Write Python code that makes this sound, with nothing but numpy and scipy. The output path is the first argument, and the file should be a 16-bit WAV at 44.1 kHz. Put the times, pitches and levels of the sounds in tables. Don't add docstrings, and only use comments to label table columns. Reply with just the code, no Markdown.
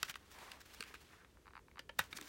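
import sys
import numpy as np
from scipy import signal
from scipy.fft import rfft, irfft
from scipy.io import wavfile

SR = 44100
rng = np.random.default_rng(int(sys.argv[2]) if len(sys.argv) > 2 else 0)


def ratio(d):
    e = np.asarray(d, float) / 20
    return 10 ** e


def transcribe(signal):
    frames = np.atleast_2d(signal).T
    limited = np.clip(frames, -1, 1)
    pcm = np.round(limited * 32767).astype(np.int16)
    wavfile.write(sys.argv[1], SR, pcm)


N = 100856

# f/Hz, level/dB
AIR_SPECTRUM = [(12, -42), (20, -2), (222, -4), (301, -5.5), (446, -4.5), (718, -16.5), (5230, -27),
                (6010, -25), (16000, -33.5)]
AIR_DB = -69
HUM_HZ, HUM_WIDTH_HZ, HUM_DB = 65.4, 17.2, -71

# t/s, level/dB
BRUSHING = [(0, -59), (.13, -73.5), (.29, -68), (.43, -58), (.55, -63.5), (.63, -70), (.72, -63),
            (.88, -64), (1.0, -68.5), (1.15, -67), (1.23, -76.5), (1.9, -89), (2.03, -66), (2.1, -70.5),
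            (2.2, -61.5), (2.28, -64)]
# f/Hz, level/dB
CARPET_SPECTRUM = [(88, -39), (150, -17), (254, -4.5), (504, -11.5), (566, -9.5), (1120, -6), (3350, -10),
                   (14800, -24.5), (16000, -20.5)]
BRUSHING_DB = 0.94

# start/s, length/s, level/dB, share of the length spent rising
STROKES = [(0, 0.019, -73, 0.092), (0.041, 0.046, -54, 0.28), (.076, 0.045, -46.5, 0.65),
           (0.152, 0.024, -57.5, 0.36), (0.301, 0.037, -56.5, 0.54), (0.331, 0.035, -63, 0.33),
           (0.6, 0.023, -53.5, 0.63), (0.651, 0.034, -62, .3), (0.724, 0.034, -55.5, 0.59),
           (0.794, 0.031, -57.5, 0.47), (0.855, 0.066, -62.5, 0.37), (0.936, 0.025, -60, 0.38),
           (1.004, 0.033, -60.5, 0.33), (2.007, 0.08, -59, .1), (2.103, 0.037, -56.5, 0.76),
           (2.143, 0.035, -51, 1), (2.219, 0.096, -57, 0.5)]
# f/Hz, level/dB
SKIN_SPECTRUM = [(180, -25), (300, -17.5), (1690, 0.5), (2000, -2.5), (2740, -5), (5700, -5.5),
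                 (11900, -15), (16000, -9.5)]
GRAINS_PER_S, GRAIN_SIZE_DB = 14000, 2.0

# t/s, peak level/dB, f/Hz, t60/s
THUD_EVENTS = [(.09, -52.5, 166, 0.086), (0.8, -44, 220, .03), (0.807, -47.5, 454, 0.036),
               (.94, -56, 445, 0.051), (0.024, -49.5, 129, 0.063), (.030, -48, 410, 0.033),
               (1.795, -53, 260, 0.034), (1.894, -54, 233, 0.044), (1.991, -47.5, 246, 0.05),
               (1.993, -43, 170, 0.069), (2.15, -42.5, 218, 0.024), (1.99, -49, 137, 0.081),
               (1.998, -47.5, 91, 0.14), (2.132, -60, 352, 0.03), (2.192, -52, 300, 0.034),
               (2.216, -49, 291, 0.064)]
THUD_RISE_CYCLES = 0.5

# t/s, peak level/dB, treble share/dB,
# body f/Hz, t60/s
CASE_TICKS = [(0.0296, -34.5, 11.5, 1600, 0.019), (0.085, -33, -22, 1670, 0.025),
              (0.097, -32.5, 0.5, 1980, 0.021), (0.1108, -39.5, -12, 2200, 0.019),
              (0.1411, -35.5, -19, 2280, 0.019), (0.156, -37, -4, 1630, 0.015),
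              (0.387, -45.5, -1.5, 1500, 0.017), (0.461, -64, -2, 2500, 0.018),
              (0.5171, -36, -2.5, 2600, 0.023), (0.8062, -39, 2.5, 2660, 0.031),
              (0.8251, -34, -5, 2260, 0.013), (0.837, -41, -7, 2600, 0.024),
              (0.9402, -46.5, -3.5, 1480, 0.039), (.950, -41.5, -24, 1940, 0.045),
              (0.956, -45, -15, 2260, 0.035), (1.1309, -50.5, -21, 1440, 0.02),
              (1.2465, -46.5, -25, 1380, 0.024),
              (1.7136, -50, -15, 1620, 0.011), (1.7924, -42, -1.5, 1870, 0.024),
              (1.7958, -45, -12, 3460, 0.051), (1.8921, -40, -14.5, 1900, 0.042),
              (1.974, -59, -13, 3500, 0.024), (2.002, -36, 0.5, 1490, 0.029), (2.0395, -53, 6, 2110, 0.025),
              (2.128, -34.5, -13, 1830, 0.033), (2.1722, -40, 1.5, 4800, 0.051),
              (2.1848, -50, 7, 1000, 0.015), (2.2125, -43.5, 9, 2770, 0.016),
              (2.225, -43.5, -5, 2900, 0.045)]
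# f/Hz, level/dB, t60/s
SHELL_MODES = [(521, -9.5, 0.052), (860, -6.5, 0.046), (1020, -6.5, 0.024), (1233, -2, 0.03),
               (1364, 1.5, 0.016), (1515, -2, 0.041), (1665, -3, .024), (1910, -3, 0.022),
               (2340, -6.5, 0.011), (2770, -9, 0.032), (3124, -12.5, 0.017), (3756, -1, 0.031),
               (610, -13.5, 0.025), (5160, -21, 0.022)]
BODY_WIDTH = 0.63
TICK_SPREAD = 0.0256
TREBLE_LOW_HZ, TREBLE_FALL_HZ, TREBLE_T60_SHARE = 2900, 5000, 0.59
TREBLE_DB, TICK_DB, SHELL_DB = 5, -3.5, -16.5
FIRST_TOUCH = 4.7

# f/Hz, level/dB, t60/s
TURNED_MODES = [(676, -20.5, 0.031), (826, -23, .025), (1156, 0, 0.014), (1320, 1, .014), (1500, 1, 0.015),
                (1967, -1, 0.019), (2600, -4, 0.027), (3110, -5.5, 0.016), (3760, -3, 0.017),
                (4300, -2.5, 0.015), (4910, -1.5, 0.013), (5800, -5.5, 0.009)]
# f/Hz, level/dB, t60/s
LAID_MODES = [(1235, -5.5, 0.015), (1600, -4, 0.02), (2450, 0, 0.011), (2820, -2.5, 0.017),
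              (4330, 0, 0.012), (4700, -0.5, 0.015), (5820, -6.5, 0.0083), (9000, 0, 0.011)]
# f/Hz, level/dB, t60/s
PRIED_MODES = [(524, -8, 0.036), (603, -11.5, .025), (916, -10, 0.033), (1400, -5.5, 0.023),
               (1754, -1, 0.022), (2025, -4, 0.016), (2420, -12.5, 0.029), (2845, -3.5, 0.019),
               (3110, -1, .02), (4660, -5, 0.017)]
# f/Hz, level/dB, t60/s
OPEN_MODES = [(348, -10, 0.021), (660, -12.5, 0.011), (1010, -3, 0.01), (1310, -5, 0.017),
              (1650, -1, 0.015), (2344, 1, 0.013), (3700, -1.5, 0.019), (4570, -7.5, 0.014)]
# t/s, peak level/dB, bending spread/s^.5, contact cut f/Hz
TURNED_CLACKS = [
    (.0298, -20.5, 0.0075, 11900),
    (.1562, -38, 0.019, 5000),
]
LAID_CLACKS = [
    (.8064, -29.5, 0.0197, 12000),
    (.8255, -39, 0.044, 1780),
    (.8372, -43, 0.0283, 4000),
    (.9414, -38, 0.029, 1500),
]
PRIED_CLACKS = [
    (1.7927, -35, 0.021, 9000),
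    (1.7955, -47.5, 0.021, 9000),
    (1.8938, -36, 0.011, 2010),
    (1.8965, -47, 0.018, 1810),
]
OPEN_CLACKS = [
    (2.1285, -34.5, 0.022, 8100),
    (2.1848, -38.5, .09, 1500),
    (2.2125, -47, 0.1008, 2970),
]

# start/s, length/s, level/dB, f/Hz
EDGE_SONGS = [
    (0.33, 0.27, -60.5, 1010),
    (0.32, 0.29, -65.5, 1550),
    (0.41, 0.204, -69, 680),
    (2.167, 0.0091, -49.5, 5200),
    (2.155, .025, -58, 7800),
    (0.815, 0.12, -62.5, 1870),
    (1.2, 0.044, -66.5, 1400),
    (1.065, 0.16, -69, 1600),
    (2.16, 0.095, -63, 276),
]
SONG_SPAN = 1.326

# t/s, peak level/dB
LID_SLIPS = [(1.37, -57), (1.456, -53), (1.467, -48), (1.478, -47.5), (1.484, -55), (1.506, -53.5),
             (1.5339, -48), (1.5525, -42.5), (1.566, -43), (1.5759, -43.5), (1.5908, -51.5), (1.682, -51.5),
             (1.757, -51), (1.771, -46.5), (1.7803, -42.5)]
# f/Hz, level/dB, t60/s
EDGE_MODES = [(1790, -4, 0.0024), (2830, -3.5, 0.0059), (3790, -4, 0.0087), (4670, -4.5, 0.0077)]
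SLIP_SPREAD, SLIP_LAG_S = 0.02, 0.0006
SLIP_LOW_HZ, SLIP_HIGH_HZ = 1090, 1930
SLIP_DB, SLIP_UPPER_DB, SLIP_EDGE_DB = 1.0, -2.5, -8.0
SCATTER_DB, SCATTER_T60_S = -27.0, 0.03

SNAP_S, SNAP_DB, SNAP_SPREAD = 1.9906, -18.5, 0.0058
CRACK_DB, CRACK_T60_S = -24.5, 0.012
LEAD_S, LEAD_DB = 0.0074, -28.5
RATTLE_DB, RATTLE_T60_S, FIZZ_DB = -22.5, 0.067, -39.5

ROOM_T60_S, ROOM_DB, WALL_CUT_HZ = 0.14, -21.5, 5800
TOP_CUT_HZ, TOP_CUT_DB = 15900, -29.0

TIME = np.arange(N) / SR
T = np.arange(8192) / SR
CLICK = (T == 0) + 1e-18


def rms_one(x):
    return x / np.sqrt(np.mean(x ** 2) + 1e-20)


def peak_one(x):
    return x / np.max(np.abs(x))


def fade(t60):
    return ratio(-60 * T / t60)


def band(x, low_hz, high_hz):
    edges = [low_hz, min(high_hz, 0.45 * SR)]
    return signal.sosfilt(signal.butter(2, edges, "band", fs=SR, output="sos"), x)


def coloured(x, points):
    hz, db = np.transpose(points)
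    pitch = np.log(np.fft.rfftfreq(len(x), 1 / SR) + 1)
    gain = ratio(np.interp(pitch, np.log(hz), db))
    return rms_one(irfft(rfft(x) * gain, len(x)))


def drift(rate):
    r = np.exp(-2 * np.pi * rate / SR)
    wander = signal.lfilter([1], [1, -2 * r, r * r], rng.standard_normal(N + SR))
    return rms_one(wander[SR:])


def modes(x, table, jitter_db):
    out = 0
    for (hz, db, t60), luck in zip(table, rng.standard_normal(len(table))):
        r = ratio(-60 / (t60 * SR))
        w = 2 * np.pi * hz / SR
        ring = signal.lfilter([0, np.sin(w)], [1, -2 * r * np.cos(w), r * r], x)
        out = ratio(db + jitter_db * luck) * ring - out
    return out


def bent(x, spread):
    hz = np.fft.rfftfreq(2 * len(x), 1 / SR)
    turn = 2 * np.sqrt(hz) - hz / np.sqrt(hz[-1])
    return irfft(rfft(x, 2 * len(x)) * np.exp(-2j * np.pi * spread * turn))[:len(x)]


def add(out, s, x):
    i = int(s * SR)
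    out[i:i + len(x)] += x[:N - i]


def air():
    noise = coloured(rng.standard_normal(N), AIR_SPECTRUM)
    low = band(rng.standard_normal(N + SR), HUM_HZ - HUM_WIDTH_HZ, HUM_HZ + HUM_WIDTH_HZ)
    return ratio(AIR_DB) * noise + ratio(HUM_DB) * rms_one(low[SR:])


def carpet_brushing():
    s, db = np.transpose(BRUSHING)
    noise = coloured(rng.standard_normal(N), CARPET_SPECTRUM)
    low = band(noise, 120, 2100)
    flickering = low * ratio(3.3 * drift(25)) + (noise - low) * ratio(1.1 * drift(54))
    return ratio(np.interp(TIME, s, db) + BRUSHING_DB) * flickering


def finger_slides():
    stroke = 0
    for s, length, db, rise in STROKES:
        top = s + length * np.clip(rise, 0.05, 0.95)
        stroke = stroke + ratio(db) * np.interp(TIME, [s, top, s + length], [0, 1, 0]) ** 0.83
    present = rng.random(N) < GRAINS_PER_S / SR
    size = ratio(GRAIN_SIZE_DB * np.minimum(rng.exponential(1, N), 4))
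    grains = present * size * rng.choice([-1, 1], N)
    return stroke * ratio(1.6 * drift(135)) * coloured(grains, SKIN_SPECTRUM)


def thuds():
    out = np.zeros(N)
    for s, db, hz, t60 in THUD_EVENTS:
        swell = 1 - np.exp(-T * hz / THUD_RISE_CYCLES)
        add(out, s, ratio(db) * fade(t60) * swell * np.sin(2 * np.pi * hz * T))
    return out


def ticks():
    out = np.zeros(N)
    fall = np.exp(-2 * np.pi * TREBLE_FALL_HZ / SR)
    for s, db, treble_db, hz, t60 in CASE_TICKS:
        low, high = rng.standard_normal((2, len(T))) + FIRST_TOUCH * CLICK
        body = band(low * fade(t60), hz * BODY_WIDTH, hz / BODY_WIDTH)
        body = peak_one(band(body, hz / 2, 11700))
        treble = signal.lfilter([1], [1, -2 * fall, fall ** 2], high * fade(t60 * TREBLE_T60_SHARE))
        treble = peak_one(band(treble, TREBLE_LOW_HZ, 19800))
        shell = peak_one(modes(CLICK, SHELL_MODES, jitter_db=4.0))
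        shell = band(band(shell, hz / 2, hz * 3.0), hz / 2, 15000)
        whole = body + ratio(treble_db + TREBLE_DB) * treble + ratio(SHELL_DB) * shell
        add(out, s, ratio(db + TICK_DB) * bent(whole, TICK_SPREAD))
    return out


def clacks():
    out = np.zeros(N)
    grips = ((TURNED_CLACKS, TURNED_MODES), (LAID_CLACKS, LAID_MODES),
             (PRIED_CLACKS, PRIED_MODES), (OPEN_CLACKS, OPEN_MODES))
    for events, grip in grips:
        for s, db, spread, cut_hz in events:
            soft = np.exp(-2 * np.pi * cut_hz / SR)
            touch = signal.lfilter([1], [1, -2 * soft, soft ** 2], CLICK)
            ring = modes(touch, grip, jitter_db=0.5)
            add(out, s, ratio(db) * peak_one(bent(ring, spread)))
    return out


def edge_songs():
    out = 0
    noise = rng.standard_normal(N) * ratio(1.2 * drift(40))
    for s, length, db, hz in EDGE_SONGS:
        swell = np.sin(np.pi * np.clip((TIME - s) / length, 0, 1)) ** 0.51
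        out = out + ratio(db) * swell * rms_one(band(noise, hz / SONG_SPAN, hz * SONG_SPAN))
    return out


def lid_pulse(step, hz):
    return peak_one(band(band(step, hz * 0.78, hz / 0.78), hz * 0.7, hz / 0.7))


def creak():
    out = np.zeros(N)
    for s, db in LID_SLIPS:
        scatter = ratio(SCATTER_DB) * fade(SCATTER_T60_S) * rng.standard_normal(len(T))
        step = CLICK + scatter
        late = np.roll(step, int(SLIP_LAG_S * SR))
        low, upper = lid_pulse(late, SLIP_LOW_HZ), lid_pulse(late, SLIP_HIGH_HZ)
        edge = peak_one(band(modes(step, EDGE_MODES, jitter_db=1.5), 1300, 9000))
        whole = low + ratio(SLIP_UPPER_DB) * upper + ratio(SLIP_EDGE_DB) * edge
        add(out, s, ratio(db + SLIP_DB) * peak_one(bent(whole, SLIP_SPREAD)))
    return out


def snap():
    out = np.zeros(N)
    strike_noise, crack_noise, rattle_noise = rng.standard_normal((3, len(T)))
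    growth = (T < LEAD_S) * (T / LEAD_S) ** 3
    add(out, SNAP_S - LEAD_S, ratio(LEAD_DB) * band(strike_noise * growth, 870, 5400))
    strike = strike_noise * fade(0.0068) * 0.15 + CLICK
    ring = band(modes(strike, SHELL_MODES, jitter_db=0), 300, 18000)
    add(out, SNAP_S, ratio(SNAP_DB) * peak_one(bent(ring, SNAP_SPREAD)))
    add(out, SNAP_S, ratio(CRACK_DB) * band(crack_noise * fade(CRACK_T60_S), 2400, 20000))
    rattle = rattle_noise * fade(RATTLE_T60_S) * np.minimum(T / 0.007, 1)
    add(out, SNAP_S, ratio(RATTLE_DB) * band(rattle, 890, 3150))
    add(out, SNAP_S, ratio(FIZZ_DB) * band(crack_noise * fade(RATTLE_T60_S), 2600, 12000))
    return out


def room(x):
    noise = rng.standard_normal(len(T)) * fade(ROOM_T60_S) * np.minimum(T / 0.012, 1)
    tail = band(noise, 120, WALL_CUT_HZ)
    return signal.fftconvolve(x, tail / np.sqrt(np.sum(tail ** 2)))[:N]


def scene():
    case = finger_slides() + thuds() + ticks() + clacks() + creak() + snap()
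    return (case + ratio(ROOM_DB) * room(case) + carpet_brushing() + edge_songs() + air())[None]


def band_limit(x):
    return signal.sosfilt(signal.butter(12, 17000, fs=SR, output="sos"), x)


def record(dry):
    hz = np.fft.rfftfreq(N, 1 / SR)
    low_cut = np.minimum(hz / 35, 1) ** 2
    top_cut = ratio(TOP_CUT_DB * np.clip((hz - TOP_CUT_HZ) / 200, 0, 1))
    mix = irfft(rfft(dry) * top_cut * low_cut, N)
    return band_limit(mix)


dry = scene()
out = record(dry)
transcribe(out)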